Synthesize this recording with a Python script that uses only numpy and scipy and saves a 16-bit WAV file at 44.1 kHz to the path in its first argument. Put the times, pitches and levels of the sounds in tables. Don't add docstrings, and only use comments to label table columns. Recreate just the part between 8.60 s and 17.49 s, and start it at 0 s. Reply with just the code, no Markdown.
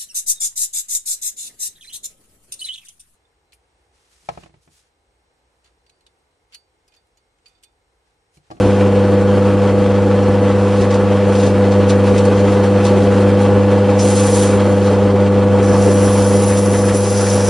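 import sys
import numpy as np
from scipy import signal
from scipy.io import wavfile
from scipy.ndimage import uniform_filter1d

SR = 44100
rng = np.random.default_rng(int(sys.argv[2]) if len(sys.argv) > 2 else 0)


def amplitude_ratio(level_db):
    exponent = np.asarray(level_db, float) / 20
    return 10 ** exponent


def unload_audio(sound):
    columns = np.transpose(np.atleast_2d(sound))
    steps = np.round(np.clip(columns, -1, 1) * 32767)
    wavfile.write(sys.argv[1], SR, steps.astype(np.int16))


N = 392049
T = np.arange(N) / SR

FIELD_HZ, ROTOR_HZ, BELT_HZ, SPINDLE_HZ = 99.964, 24.812, 6.1, 13.4
EDGE_HZ = 10880

# time in seconds, hum level in dB,
# damping by the hand on the work from 0 to 1, belt shake in dB.
MOTOR = [(0, -17, 0.05, 2), (.44, -17, 0, 0), (1, -17.5, 0.02, 1.5), (1.6, -17.5, 0.05, 0),
         (2.2, -18, 0.12, 1), (2.6, -18, 0, 1.5), (3.2, -16, 0.12, 0), (4, -17, 0, 1), (4.7, -16, .05, .5),
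         (5.4, -17, 0, 0.5), (6, -17.5, 0, 1.5), (6.7, -17, 0.02, -0.5), (7.15, -15.5, 0.12, -0.5),
         (7.8, -17, 0.13, 1), (8.05, -18, 0.14, 0), (8.35, -18.5, 0.2, 1), (8.45, -19.5, 0.86, 0),
         (8.89, -17.5, 0.6, 2)]


def evened(x):
    return x / np.sqrt(np.mean(x ** 2) + 1e-20)


def read(points, hz):
    f, value = np.transpose(points)
    return np.interp(np.log(hz + 1), np.log(f + 1), value)


def curves(rows):
    s, *columns = np.transpose(rows)
    return [np.interp(T, s, column) for column in columns]


def wander(rate_hz):
    r = np.exp(-2 * np.pi * rate_hz / SR)
    return evened(signal.lfilter([1], np.convolve([1, -r], [1, -r]), rng.standard_normal(N)))


def noise(gain, patchy_db, flicker_db, near=1):
    # frequency in Hz, side minus mid in dB.
    port_difference = [(30, -11), (70, -14), (120, -25), (550, -25), (800, -18), (3500, -12.5), (5000, -4),
                       (6400, 1.5), (7500, -0.5), (8000, -1), (9700, -2), (10700, -0.5)]
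    frames, hz = N // 256 + 5, np.fft.rfftfreq(1024, 1 / SR)
    a, b, c, d, patches = rng.standard_normal((frames, 513, 5)).T
    patches = uniform_filter1d(patches, size=12, axis=0)
    patches = evened(uniform_filter1d(patches, size=10, axis=1))
    flicker = evened(uniform_filter1d(rng.standard_normal(frames), size=4))
    mid = a + 1j * b
    side = amplitude_ratio(near * read(port_difference, hz))[:, None] * (c + 1j * d + 0.074 * mid)
    z = np.array([mid + side, mid - side])
    z *= gain(hz)[:, None] * amplitude_ratio(patchy_db * patches + flicker_db * flicker)
    return evened(signal.istft(z, nperseg=1024, noverlap=768)[1][:, :N])


def tone(hz, width_hz=0.):
    drift = np.cumsum(rng.standard_normal(N)) * np.sqrt(2 * np.pi * abs(width_hz) / SR)
    return np.sqrt(2) * np.cos(2 * np.pi * (hz * T + rng.random()) + drift)


def each_turn(hz, count):
    harmonics = range(1, count + 1)
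    return evened(sum(np.cos(2 * np.pi * (k * hz * T + rng.random())) / np.sqrt(k) for k in harmonics))


def bursts(rows, sound, rise):
    shape = np.zeros(N)
    for s, db, t60 in rows:
        start = round((s - .05) * SR)
        u = T[start:][:SR // 2] - s
        shape[start:][:SR // 2] += amplitude_ratio(db + np.where(u < 0, 60 * u / rise, -60 * u / max(t60, .01)))
    return shape * sound


def swells(rows):
    total = 0
    for s, db, rise, fall in rows:
        away = np.where(T < s, (s - T) / max(rise, .01), (T - s) / max(fall, .01))
        total = total + amplitude_ratio(db - 20 * away)
    return total


def hum():
    # multiple, level in dB above the first order.
    upper_orders = [(4, -13.8), (6, -14), (7, -23), (8, -21.5), (9, -23.5), (15, -34)]
    whirr_hz = [140, 181.2, 254, 267, 327, 354, 487, 512.4, 575, 624.5, 750, 775, 819.7, 855, 1020, 1120,
                1144, 1244.4, 1270, 1445, 1715, 2331, 2719, 3085, 3391, 4390, 7290, 8280]
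    # level in dB above the first order, width in Hz.
    whirr_lines = [(-27, 13), (-18, 1.96), (-22, 4.4), (-19, 4.9), (-19.5, 6), (-17, 1.6), (-20, 3.2),
                   (-19.5, 1.1), (-18.5, 1), (-24, 0.83), (-27.5, 3), (-28, 4.7), (-20, 0.75), (-25.5, 8),
                   (-26.5, 7.9), (-31.5, 6), (-24, 1.8), (-30, 4.5), (-39, 1.8), (-30, 3), (-30, 9),
                   (-41, 15), (-35.5, 15), (-42, 60), (-64, 10), (-38, 50), (-55, 60), (-46, 50)]
    first_db, damping, _ = curves(MOTOR)
    orders = [(1, 0.003), (2, -3 * damping), (3, -8.5 - 12 * damping), (5, -0.1 - 1.5 * damping)]
    belt, rotor = each_turn(BELT_HZ, count=3), each_turn(ROTOR_HZ, count=1)
    cycle = 2 * np.pi * FIELD_HZ * (T - .0046)
    angle = cycle + .015 * belt + .01 * wander(8.0) + .006 * rotor
    spread = .55
    pull = 0
    for k, db in orders + upper_orders:
        shake_db = 0.42 * np.sqrt(k) * belt + 0.15 * np.sqrt(k) * wander(16.0)
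        pull = pull + amplitude_ratio(db + shake_db) * np.sqrt(2) * np.cos(k * angle - spread * k * (k - 1))
    whirr = sum(amplitude_ratio(db + 2.2 * wander(7.8)) * tone(hz, width)
                for hz, (db, width) in zip(whirr_hz, whirr_lines))
    lap = 2 * np.pi * ROTOR_HZ * (T - .014)
    fifth = 5 * angle - spread * 20
    slip = amplitude_ratio(-5.5 + 2.1 * wander(4.4)) * (np.cos(fifth - lap) + amplitude_ratio(-9.0) * np.cos(fifth + lap))
    mono = amplitude_ratio(first_db) * (pull + whirr + slip)
    side = amplitude_ratio(-14.5) * (np.roll(mono, 72) + 0.15 * mono)
    return np.array([mono + side, mono - side])


def rumble():
    # frequency in Hz, level in dB per Hz.
    frame_spectrum = [(20, -34), (40, -15), (80, -7), (150, -8.5), (185, -9), (235, -3), (270, -3.5),
                      (352, 5), (450, -4.5), (540, -8), (620, -3.5), (800, -15.5), (1100, -27.5),
                      (1600, -43.5)]
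    # frequency in Hz, level in dB per Hz.
    rattle_spectrum = [(350, -32), (600, -2), (661, -24.5), (711, -10), (755, -11), (873, -10), (1060, -10),
                       (1150, -9), (1510, -15), (1800, -18), (2930, -23), (3120, -21.5), (3350, -26),
                       (8620, -40.5), (10800, -46.5), (14100, -78), (22000, -120)]
    # time in seconds, peak in dB, ring time in seconds.
    belt_knocks = [
        (6.0, -23.5, 0.13),
        (7.92, -24, 0.098),
        (8.14, -26, 0.2),
        (8.285, -24, 0.24),
        (8.67, -22, 0.055),
    ]
    hum_db, damping, shake_db = curves(MOTOR)
    surge = wander(12.0)
    frame_db = hum_db - 9.5 - 3 * damping + 0.4 * wander(5.6) + 0.45 * shake_db
    rattle_db = 0.96 * (hum_db + 17) - 17 - 11.5 + 0.5 * surge + shake_db
    beat = each_turn(BELT_HZ, count=4)
    frame = noise(lambda hz: amplitude_ratio(read(frame_spectrum, hz)), patchy_db=1.5, flicker_db=2.5)
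    rattle = noise(lambda hz: amplitude_ratio(read(rattle_spectrum, hz)), patchy_db=1.0, flicker_db=1.0)
    throb_db = 0.82 * beat + 0.27 * each_turn(ROTOR_HZ, count=2) + 0.52 * each_turn(FIELD_HZ, count=1)
    thud = noise(lambda hz: 1 / (1 + ((hz - 1200) / 1300) ** 2), patchy_db=1, flicker_db=1)
    knocks = bursts(belt_knocks, thud, rise=.04)
    frame = amplitude_ratio(frame_db + 4.5 + .7 * beat) * frame
    return frame + amplitude_ratio(rattle_db + 1.5 + throb_db) * rattle + knocks


def paper():
    # time in seconds, peak in dB, rise and fall in seconds.
    rustles = [(.01, -43, 0.018, .1), (.13, -48, .1, .3), (2.2, -41.5, 0.31, 0.11),
               (2.35, -46, 0.065, 0.042), (2.8, -37, .2, 0.12), (2.87, -40, 0.069, 0.11),
               (3.3, -38, .05, .1), (3.47, -44, .06, .06), (3.59, -37, 0.12, 0.066), (3.78, -42, .1, .1),
               (3.92, -38.5, 0.072, .08), (4.05, -44, .06, .1), (4.27, -33.5, 0.084, 0.067),
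               (4.42, -39, 0.091, .1), (4.56, -44, .08, .1), (4.83, -41, 0.053, 0.11),
               (5.1, -52, .15, 0.13), (5.3, -47, .08, .08), (6.12, -51, .05, .06),
               (6.25, -37.5, 0.063, .18)]
    # time in seconds, pressure in dB, tension from 0 to 1,
    # wrap round the wood from 0 to 1.
    strokes = [
        [(5.36, -60, .8, .1), (5.4, -29.5, 0.75, 0.2), (5.456, -27, 0, 0.6), (5.6, -23, .1, 0.47),
         (5.7, -25.5, 0.4, 0.8), (5.83, -22.5, .1, 0.73), (5.886, -30, 0.1, 0.1), (6.0, -40.5, .2, 0.3),
         (6.2, -47, .1, 0.7)],
        [(6.99, -60, .6, .3), (7.03, -37, 0.8, 0.5), (7.21, -32, 0.65, 0.8), (7.6, -29.5, 0.56, 1),
         (7.88, -28.5, .45, 1), (8.05, -31, .5, 1), (8.35, -29, 0.45, 0.95), (8.6, -27, 0.68, 0.9),
         (8.89, -28, .75, 0.86)],
    ]
    # frequency in Hz, width in Hz.
    resonances = [(3300, 5000), (5700, 1900), (10500, 1300)]
    loose_db = [4, -7.5, -15]
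    slack_db = [-3.5, -13.5, -20]
    # frequency in Hz, width in Hz, level in dB added to twice the sing's
    # level in dB.
    whistles = [(5020, 40, -10), (5670, 90, -7), (6100, 40, -11), (7040, 40, -15)]
    lifted = [(s, -90, 0, 0) for s in (5.3, 6.4, 6.9)]
    pressure_db, tension, wrap = curves(sorted(sum(strokes, lifted)))
    pressed, loose = amplitude_ratio(pressure_db), swells(rustles)
    gained_db = [-13 * wrap, 13.5 * tension, 17 * wrap]
    broad = noise(lambda hz: hz ** 2 / (hz ** 2 + 2500 ** 2) * (hz < EDGE_HZ),
                  patchy_db=-0.5, flicker_db=-0.6, near=4.0)
    rings = 0
    for (f, w), slack, gained, handled in zip(resonances, slack_db, gained_db, loose_db):
        gain = pressed * amplitude_ratio(slack + gained) + loose * amplitude_ratio(handled)
        ring = noise(lambda hz: (hz < EDGE_HZ) / (1 + (2 * (hz - f) / w) ** 2),
                     patchy_db=-1.5, flicker_db=1.3, near=2.3)
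        rings = rings + gain * amplitude_ratio(-0.5) * ring
    sing_db = slack_db[1] + gained_db[1]
    whistle = sum(amplitude_ratio(2 * sing_db + db + 0.5 + 2.6 * wander(5.6)) * tone(hz, width)
                  for hz, width, db in whistles)
    grain_db = 0.47 * each_turn(SPINDLE_HZ, count=2) + 1.2 * wander(300.) + 0.9 * wander(14.)
    return amplitude_ratio(grain_db) * (amplitude_ratio(-3.5) * (pressed + loose) * broad + rings + pressed * whistle)


def creases():
    # time in seconds, peak in dB, ring time in seconds, tilt in dB taken from the dull and given to
    folds = [(2.2154, -25.5, 0.1, -3), (2.3067, -26, 0.12, -3), (2.3401, -26.5, 0.077, -3),
             (2.7521, -28, 0.1, -5), (2.8294, -29, 0.1, -6.5), (3.0395, -40, 0.1, 0),
             (3.1168, -29, 0.1, -5.5), (3.2944, -18, 0.1, -0.5), (3.5793, -23, 0.083, -5),
             (3.6491, -22.5, 0.12, 1), (4.0347, -29, 0.1, 0), (4.2502, -19, 0.1, -0.5),
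             (4.6049, -30, 0.1, 4), (4.812, -29, 0.11, 6), (5.3901, -23, 0.1, 0)]
    # time in seconds, peak in dB, ring time in seconds.
    first_bite = [
        (5.395, -27, 0.32),
    ]
    dull = noise(lambda hz: hz ** 2 / (hz ** 2 + 1900 ** 2) / (1 + (hz / 5500) ** 4),
                 patchy_db=.8, flicker_db=0)
    bright = noise(lambda hz: hz ** 2 / (hz ** 2 + 7000 ** 2) * (hz < EDGE_HZ), patchy_db=2, flicker_db=1)
    ring = noise(lambda hz: 1 / (1 + ((hz - 5700) / 600) ** 2), patchy_db=1.5, flicker_db=1)
    crackle = amplitude_ratio(4.0 * wander(500.) - 9.0)
    peak = .004
    low_rows = [(s + peak, db - tilt, t60) for s, db, t60, tilt in folds]
    high_rows = [(s + peak, db + tilt - 9.5, t60) for s, db, t60, tilt in folds]
    clumps = bursts(low_rows, dull, rise=.04) + bursts(high_rows, bright, rise=0.045)
    return crackle * clumps + bursts(first_bite, ring, rise=.03)


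def shed(x, wet_db=-11., t60=.12):
    taps = np.zeros(6000)
    at = np.arange(40, 5980, 20) + rng.integers(0, 20, size=297)
    taps[at] = rng.choice([-1., 1.], size=297) * amplitude_ratio(-60 * at / SR / t60)
    echo = signal.oaconvolve(x, evened(taps)[None] / np.sqrt(len(taps)))[:, :N]
    return x + amplitude_ratio(wet_db) * echo


def scene():
    return hum() + shed(rumble() + paper() + creases())


def low_pass(x):
    return signal.sosfilt(signal.butter(12, 12120, fs=SR, output="sos"), x)


def record(dry):
    left, right = 1.15 * np.tanh(dry / 1.08)
    middle_side = np.array([left + right, left - right]) / 2
    mid, side = signal.stft(middle_side, nperseg=2048, noverlap=1536)[2]
    step = np.sqrt(uniform_filter1d(abs(mid) ** 2, size=31, axis=0))
    hz = np.fft.rfftfreq(2048, 1 / SR)[:, None]
    bands = rng.standard_normal((65, mid.shape[1] // 2 + 1))
    bands = bands.repeat(16, 0).repeat(2, 1)[:1025, :mid.shape[1]]
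    threshold_db = np.where(hz < 600, -6.5, 1.5) - 7 * (hz < 140) + 4.5 * bands
    side = side * (abs(side) > step * amplitude_ratio(threshold_db))
    side = side * np.where(hz < 140, amplitude_ratio(-2.5) * np.exp(-.7j), 1)
    side = side * amplitude_ratio(np.where(hz < 600, 0., 7 * (hz < 4000)))
    mid = mid * amplitude_ratio(-20 * (hz > 4500) * (bands > 2.2))
    both = signal.istft(np.array([mid + side, mid - side]), nperseg=2048, noverlap=1536)[1][:, :N]
    edge = signal.firwin(1023, EDGE_HZ, window=("kaiser", 11), fs=SR)
    return low_pass(signal.oaconvolve(both, edge[None], "same"))


dry = scene()
out = record(dry)
unload_audio(out)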